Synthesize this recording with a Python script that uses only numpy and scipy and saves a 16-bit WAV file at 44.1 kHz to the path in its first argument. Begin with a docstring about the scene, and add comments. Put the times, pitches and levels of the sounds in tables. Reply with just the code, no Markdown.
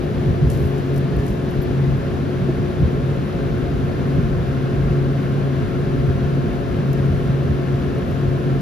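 """An open refrigerated display case in a shop. Throughout, air rushes through ducts and shelves,
evaporator fans drone in swells and a motor hums on a mains harmonic. In the first 2 s air whistles
faintly at the door frame and a film-wrapped tray is lifted off its stack with crinkles and soft bumps.
From 1.3 to 6 s the microphone leans in between the shelves; near 2.5 s the foam tray taps twice.
From about 7 s the film crinkles again as the tray is put back."""
import sys
import numpy as np
from scipy.fft import rfft, irfft, next_fast_len
from scipy.io import wavfile
from scipy.ndimage import uniform_filter1d, map_coordinates

SR = 44100
rng = np.random.default_rng(int(sys.argv[2]) if len(sys.argv) > 2 else 0)


def persist_wave(psi):
    """Save psi, clipped to +-1, as 16-bit WAV."""
    counts = np.round(np.clip(psi, -1, 1) * 32767).astype(np.int16)
    wavfile.write(sys.argv[1], SR, np.atleast_2d(counts).T)


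N = 379701

# Microphone path. Each row: time in seconds, reach from 0 (door) to 1 (between the shelves).
MIC_REACH = [(0, 0.025), (1.3, 0.015), (2.2, 0.4), (3.2, 0.53), (4.2, 0.92), (6, 1), (7.5, 0.87),
             (8.6, 0.87)]


def amp(db):
    """Decibels to gain."""
    return 10 ** (np.asarray(db) / 20)


def unit(x):
    """Scale to rms 1."""
    return x / np.sqrt(np.mean(np.abs(x) ** 2) + 1e-20)


def along(points, hz):
    """Interpolate (Hz, value) points on a log frequency axis."""
    knots_hz, values = np.transpose(points)
    return np.interp(np.log(hz + 1), np.log(knots_hz + 1), values)


def clock():
    """Sample times in seconds."""
    return np.arange(N) / SR


def curves(rows):
    """One value per sample for each column after the time."""
    times_s, *columns = np.transpose(rows)
    return [np.interp(clock(), times_s, column) for column in columns]


def wobble(knots_per_s):
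    """Smooth random curve."""
    knots = rng.standard_normal(int(N * knots_per_s / SR) + 4)
    return map_coordinates(knots, [clock() * knots_per_s])


def filtered(x, response):
    """Apply a frequency response, given as a function of Hz."""
    size = next_fast_len(N + SR // 2)
    return irfft(rfft(x, size) * response(np.fft.rfftfreq(size, 1 / SR)), size)[..., :N]


def resonance(hz, centre_hz, width_hz):
    """Causal resonance, peak gain 1."""
    return 1j * hz * width_hz / (centre_hz ** 2 - hz ** 2 + 1j * hz * width_hz)


def steady(x, span_s=0.14):
    """Even out the slow swells of a noise, keeping its rms."""
    power = np.abs(uniform_filter1d(np.mean(x ** 2, axis=0), int(span_s * SR)))
    return x * np.sqrt(np.mean(power) / (power + 1e-12))


def ports(tilt_db, lead_rad):
    """Complex gains of the left and right microphone ports, mean power 1."""
    gains = np.array([amp(tilt_db / 2), amp(-tilt_db / 2)])
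    return gains / np.sqrt(np.mean(gains ** 2, axis=0)) * np.exp(.5j * np.array([lead_rad, -lead_rad]))


def air(colour):
    """Turbulent noise of amplitude density colour(hz), partly alike at the two ports."""
    # Each row: frequency in Hz, left-right likeness from 0 to 1.
    likeness = [(40, .87), (120, .66), (400, .78), (560, .6), (650, .35), (900, .5), (1150, .06),
                (1620, .2), (1760, .8), (2700, .6), (5000, .48), (7000, .68), (8500, .85), (12000, .85)]
    # Each row: frequency in Hz, left minus right level in dB.
    tilt_db = [(60, 0), (190, -0.5), (250, 2.5), (450, 0), (600, 4.5), (690, 8.5), (850, 2.5), (1400, -0.5),
               (2000, 3.5), (2700, 2), (4400, 6.5), (7500, 0)]
    # Each row: frequency in Hz, phase lead of the left port in radians.
    lead_rad = [(80, .05), (170, .3), (550, .55), (690, .9), (800, 2.5), (950, 2.6), (1150, .6), (1400, .6),
                (1570, 1.6), (1720, .5), (2000, .4), (3300, 1), (4900, .2), (6000, -1.1), (7000, -1.7),
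                (8300, -3.1), (10000, -4.9), (14500, -8)]
    size = next_fast_len(N + SR // 2)
    hz = np.fft.rfftfreq(size, 1 / SR)
    shared, apart = rfft(rng.standard_normal((2, size))) * np.sqrt(SR / 2)
    mix_rad = np.arccos(np.clip(along(likeness, hz), 0, 1)) / 2
    pair = np.cos(mix_rad) * shared + np.outer([1, -1], np.sin(mix_rad) * apart)
    return irfft(pair * colour(hz) * ports(along(tilt_db, hz), along(lead_rad, hz)), size)[:, :N]


def tone(phase, waver, knots_per_s, tilt_db, lead_rad):
    """Stereo tone of rms 1; the share waver flutters in strength and phase."""
    share = np.clip(waver, 0, 1)
    flutter = unit(wobble(knots_per_s) + 1j * wobble(knots_per_s))
    line = (np.sqrt(1 - share ** 2) + share * flutter) * np.exp(1j * phase)
    return np.sqrt(2) * np.real(np.outer(ports(tilt_db, lead_rad), line))


def airflow(rumble_gain_db=-2.5, surge_db=2.5):
    """The air curtain rumbles in random surges, the ducts roar, the grille hisses."""
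    # Three air spectra. Each row: frequency in Hz, relative density in dB.
    curtain_db = [(8, -65), (20, -60), (30, -63), (42, -50.5), (60, -44.5), (100, -44.5), (150, -49),
                  (230, -70), (500, -110)]
    duct_db = [(50, -75), (110, -49.5), (160, -44.5), (200, -49), (265, -48.5), (290, -55.5), (390, -53.5),
               (490, -57), (595, -63), (800, -67), (1000, -74), (2000, -100), (5000, -120)]
    grille_db = [(300, -90), (850, -71), (1100, -70.3), (1600, -71), (2000, -75.7), (2700, -77.5),
                 (3300, -80), (4000, -82.4), (5000, -87.4), (7000, -93), (8300, -96.5), (10000, -96),
                 (12000, -99), (14500, -105)]
    surge = amp(rumble_gain_db + surge_db * wobble(11))
    rumble = surge * steady(air(lambda hz: amp(along(curtain_db, hz))))
    roar = amp(0.57 * wobble(8.7)) * air(lambda hz: amp(along(duct_db, hz)))
    hiss = amp(0.36 * wobble(12)) * air(lambda hz: amp(along(grille_db, hz)))
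    return rumble + roar + hiss


def cabinet():
    """Air stirs standing waves between the shelves; their balance follows the microphone's reach."""
    # Each row: centre in Hz, width per filter stage in Hz, peak density in dB at the door, then inside.
    modes = [(136.7, 23, -49, -48), (218.7, 9.1, -57, -47.5), (247, 19, -54.5, -49), (307, 13, -53, -52.5),
             (389, 9.7, -63, -51), (419, 22.5, -52, -52.5), (556, 30, -55.5, -55), (649, 47, -63, -63.5),
             (690.7, 45, -59, -57), (849, 54, -66.5, -78), (1074, 86, -69.5, -66.5),
             (1362, 164, -81, -67.5), (1580, 235, -76, -69.5), (1730, 49, -78, -73.5), (2140, 62, -82, -74),
             (2695, 66, -82.5, -77.5)]
    centres_hz, widths_hz, door_db, inside_db = np.transpose(modes)

    def stirred(peaks_db):
        """Noise through all modes, two stages each."""
        return air(lambda hz: np.sqrt(sum(
            amp(db) ** 2 * np.abs(resonance(hz, centre_hz, width_hz)) ** 4
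            for centre_hz, width_hz, db in zip(centres_hz, widths_hz, peaks_db))))

    reach = np.clip(curves(MIC_REACH)[0], 0, 1)
    return np.sqrt(1 - reach) * stirred(door_db) + np.sqrt(reach) * stirred(inside_db)


def whistle(split_hz=58):
    """Air at the door frame: two close, fluttering edge tones that wander in pitch together."""
    # Each row: time in seconds, level in dB, centre pitch in Hz.
    contour = [(0, -66, 1760), (.45, -62, 1750), (.65, -56, 1680), (.8, -52, 1735), (.92, -57, 1735),
               (1.2, -50, 1740), (1.6, -57, 1740), (1.72, -60, 1750), (1.81, -52, 1780), (1.9, -66, 1770),
               (3, -80, 1750)]
    level_db, pitch_hz = curves(contour)
    pair = sum(tone(2 * np.pi * np.cumsum(hz) / SR, waver=0.7, knots_per_s=28, tilt_db=6, lead_rad=.4)
               for hz in (pitch_hz - split_hz / 2, pitch_hz + split_hz / 2))
    return amp(level_db) * unit(pair)


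def fans(blade_hz=137.7, octave_db=-38):
    """The fan drone swells and fades unevenly, about once a second; overtones flutter."""
    # Blade tone. Each row: time in seconds, level in dB.
    swells = [(0, -30), (.6, -25), (.95, -20), (1.35, -29), (1.5, -23), (1.68, -26), (1.8, -19.5),
              (1.94, -20), (2.02, -35), (2.15, -26), (2.5, -24), (2.72, -32), (3.13, -20), (3.27, -29),
              (3.95, -24), (4.15, -19.5), (4.69, -27), (4.78, -22), (4.95, -19), (5.22, -25), (5.35, -20),
              (5.6, -19.5), (5.68, -31), (5.78, -22), (6.08, -19), (6.22, -26), (6.32, -19.5), (6.77, -33),
              (6.9, -19), (7.35, -22), (7.55, -28), (7.76, -21.5), (7.95, -29), (8.17, -24), (8.26, -16.5),
              (8.38, -27), (8.53, -19.5), (8.61, -27)]
    # Third harmonic, dipping as the microphone passes the door. Each row: time in seconds, level in dB.
    third_levels = [(0, -36), (1.35, -38), (1.7, -51), (3.5, -48), (4.5, -43.5), (7.3, -40.5), (8.6, -49)]
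    drone_db, = curves(swells)
    third_db, = curves(third_levels)
    phase = 2 * np.pi * blade_hz * clock()
    drone = amp(drone_db) * tone(phase, waver=0.17, knots_per_s=12, tilt_db=1.5, lead_rad=0.51)
    octave = amp(octave_db) * tone(2 * phase, waver=0.81, knots_per_s=9, tilt_db=4, lead_rad=0.45)
    third = amp(third_db) * tone(3 * phase, waver=0.77, knots_per_s=10, tilt_db=5.5, lead_rad=.4)
    return drone + octave + third


def motor(hum_hz=359.8, level_db=-31.5, door_waver=.45, inside_waver=.28):
    """Electric hum on a mains harmonic; wavers at the door, steadier between the shelves."""
    waver = np.interp(curves(MIC_REACH)[0], [0, 1], [door_waver, inside_waver])
    phase = 2 * np.pi * hum_hz * clock()
    return amp(level_db) * tone(phase, waver, knots_per_s=12, tilt_db=7, lead_rad=0.19)


def bumps(push_gain_db=-1, thud_gain_db=-8, push_width_share=0.57):
    """Soft hand knocks: a few low cycles, alike at both ports, inside a dull noise thud."""
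    # Each row: peak time in seconds, relative level in dB, pitch in Hz, half-width in seconds,
    # pitch fall in octaves per second (negative rises).
    knocks = [(.17, -18.5, 75, .025, 0), (.295, -11.5, 100, .055, 19), (0.43, -14, 140, 0.027, -3),
              (0.473, -12.5, 68, 0.04, 4), (0.653, -14.5, 91, 0.033, -4), (1.169, -16, 62, 0.062, 0),
              (1.316, -14.5, 60, .032, 3), (1.591, -14, 62, .022, 0), (1.928, -17, 60, 0.045, 11),
              (2.428, -15.5, 110, .025, -2), (2.613, -15, 112, 0.038, 3), (2.803, -15, 130, .025, 0),
              (2.847, -9, 84, 0.038, 23), (3.638, -19, 55, 0.029, 0), (4.19, -11, 145, 0.018, 2),
              (4.88, -18, 55, 0.12, 1), (6.089, -12, 101, 0.023, 0), (6.252, -14.5, 80, 0.036, 2),
              (7.116, -16.5, 85, .04, 18), (7.295, -17, 75, .025, 15), (7.518, -14.5, 69.4, 0.064, 4),
              (8.29, -18, 90, .025, 0)]
    # Thud spectrum. 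Each row: frequency in Hz, relative density in dB.
    thud_db = [(20, -15), (40, -4.5), (80, 0.5), (150, 0), (210, -5), (300, -22.5), (600, -70),
               (2000, -120)]
    t = clock()
    push, thud_envelope = np.zeros(N), np.zeros(N)
    for peak_s, db, hz, half_width_s, fall_oct_per_s in knocks:
        near = np.abs(t - peak_s) < 4 * half_width_s
        age_s = t[near] - peak_s
        cycles = np.cumsum(hz * 2 ** (-fall_oct_per_s * age_s)) / SR
        phase = 2 * np.pi * (np.interp(0, age_s, cycles) - cycles)  # zero at peak_s
        push[near] += amp(db) * np.exp(-(age_s / (push_width_share * half_width_s)) ** 2) * np.sin(phase)
        thud_envelope[near] += amp(db) * np.exp(-(age_s / half_width_s) ** 2)
    thud = thud_envelope * unit(air(lambda hz: amp(along(thud_db, hz))))
    return amp(push_gain_db) * push + amp(thud_gain_db) * thud


def tray(attack_s=.0015):
    """The foam tray's hollow modes ring as the grip shifts."""
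    # Each row: frequency in Hz, relative level in dB, t60 in seconds.
    modes = [(255, -14.5, .11), (350, -9.5, .075), (455, -22, .05), (645, -21.5, .07), (765, -28, .05)]
    # Each row: start in seconds, gain in dB.
    taps = [(2.4865, 0), (2.576, -6)]
    out = np.zeros(N)
    for start_s, gain_db in taps:
        age_s = np.maximum(clock() - start_s, 0)
        ring = sum(amp(db - 60 * age_s / t60_s) * np.sin(2 * np.pi * hz * age_s)
                   for hz, db, t60_s in modes)
        out += amp(gain_db) * (1 - np.exp(-age_s / attack_s)) * ring
    return out


def film(snap_width_hz=6000, squeak_width_hz=350, slide_width_hz=15000, slide_attack_s=.016):
    """Stretched wrapping snaps and squeaks; film slides on film in fine grains."""
    # Snaps and squeaks. Each row: start in seconds, level in dB, centre in Hz, t60 in seconds.
    snap_events = [(.5003, -32, 6600, .02), (.507, -42, 8500, .025), (.5155, -39.5, 7200, .028),
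                   (.78, -48, 7000, .04), (.9428, -41, 11500, .008), (.9603, -43.5, 11000, .025),
                   (.962, -44, 6000, .035), (.9783, -39.5, 11000, .028), (.98, -44, 7000, .03),
                   (1.165, -47.5, 12000, .03), (1.265, -51, 9500, .05), (1.279, -45.5, 6000, .05),
                   (1.508, -51, 11500, .02), (1.63, -46, 12000, .025), (6.9317, -35.5, 12300, .012),
                   (6.9317, -39, 6000, .014), (7.06, -50, 9000, .012), (7.984, -49, 11000, .025),
                   (8.11, -51, 11000, .025)]
    squeak_events = [(.501, -47.5, 9800, .08), (1.302, -55, 13000, .09), (1.618, -44, 13000, .09),
                     (1.618, -46.5, 12400, 0.065), (1.975, -61, 12400, .15)]
    # Each row: peak time in seconds, level in dB, release in seconds, centre in Hz.
    slide_events = [(.48, -57, .04, 7000), (.53, -45, .11, 2900), (.6, -56.5, .07, 11000),
                    (.665, -59, .04, 11000), (.79, -60, .04, 10000), (.975, -54, .025, 8000),
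                    (1.19, -54, .12, 4200), (1.27, -52.5, .06, 7500), (1.51, -58, .09, 11000),
                    (6.933, -55, .012, 7000), (7.1, -63, .4, 10000), (8.08, -61, .1, 11000)]
    white = air(np.ones_like)

    def band(centre_hz, width_hz):
        """Noise through two resonance stages, rms 1."""
        return unit(filtered(white, lambda hz: resonance(hz, centre_hz, width_hz) ** 2))

    def burst(start_s, db, centre_hz, t60_s, width_hz):
        """Sudden onset, exponential decay."""
        age_s = clock() - start_s
        return band(centre_hz, width_hz) * (age_s >= 0) * amp(db - 60 * np.abs(age_s) / t60_s)

    def slide(peak_s, db, release_s, centre_hz):
        """Friction takes hold quickly and eases off."""
        age_s = clock() - peak_s
        envelope = np.exp(-np.maximum(-age_s / slide_attack_s, age_s / release_s))
        return band(centre_hz, slide_width_hz) * amp(db) * envelope

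    snaps = sum(burst(*row, snap_width_hz) for row in snap_events)
    squeaks = sum(burst(*row, squeak_width_hz) for row in squeak_events)
    grains = unit(amp(2.2 * wobble(400)))
    return snaps + squeaks + grains * sum(slide(*row) for row in slide_events)


def scene():
    """The running cooler and the handling of the tray."""
    return airflow() + cabinet() + whistle() + fans() + motor() + bumps() + tray() + film()


def record(dry):
    """The phone's band limit: a brick-wall low-pass."""
    top_hz = 14500
    return filtered(dry, lambda hz: hz < top_hz)


dry = scene()
out = record(dry)
persist_wave(out)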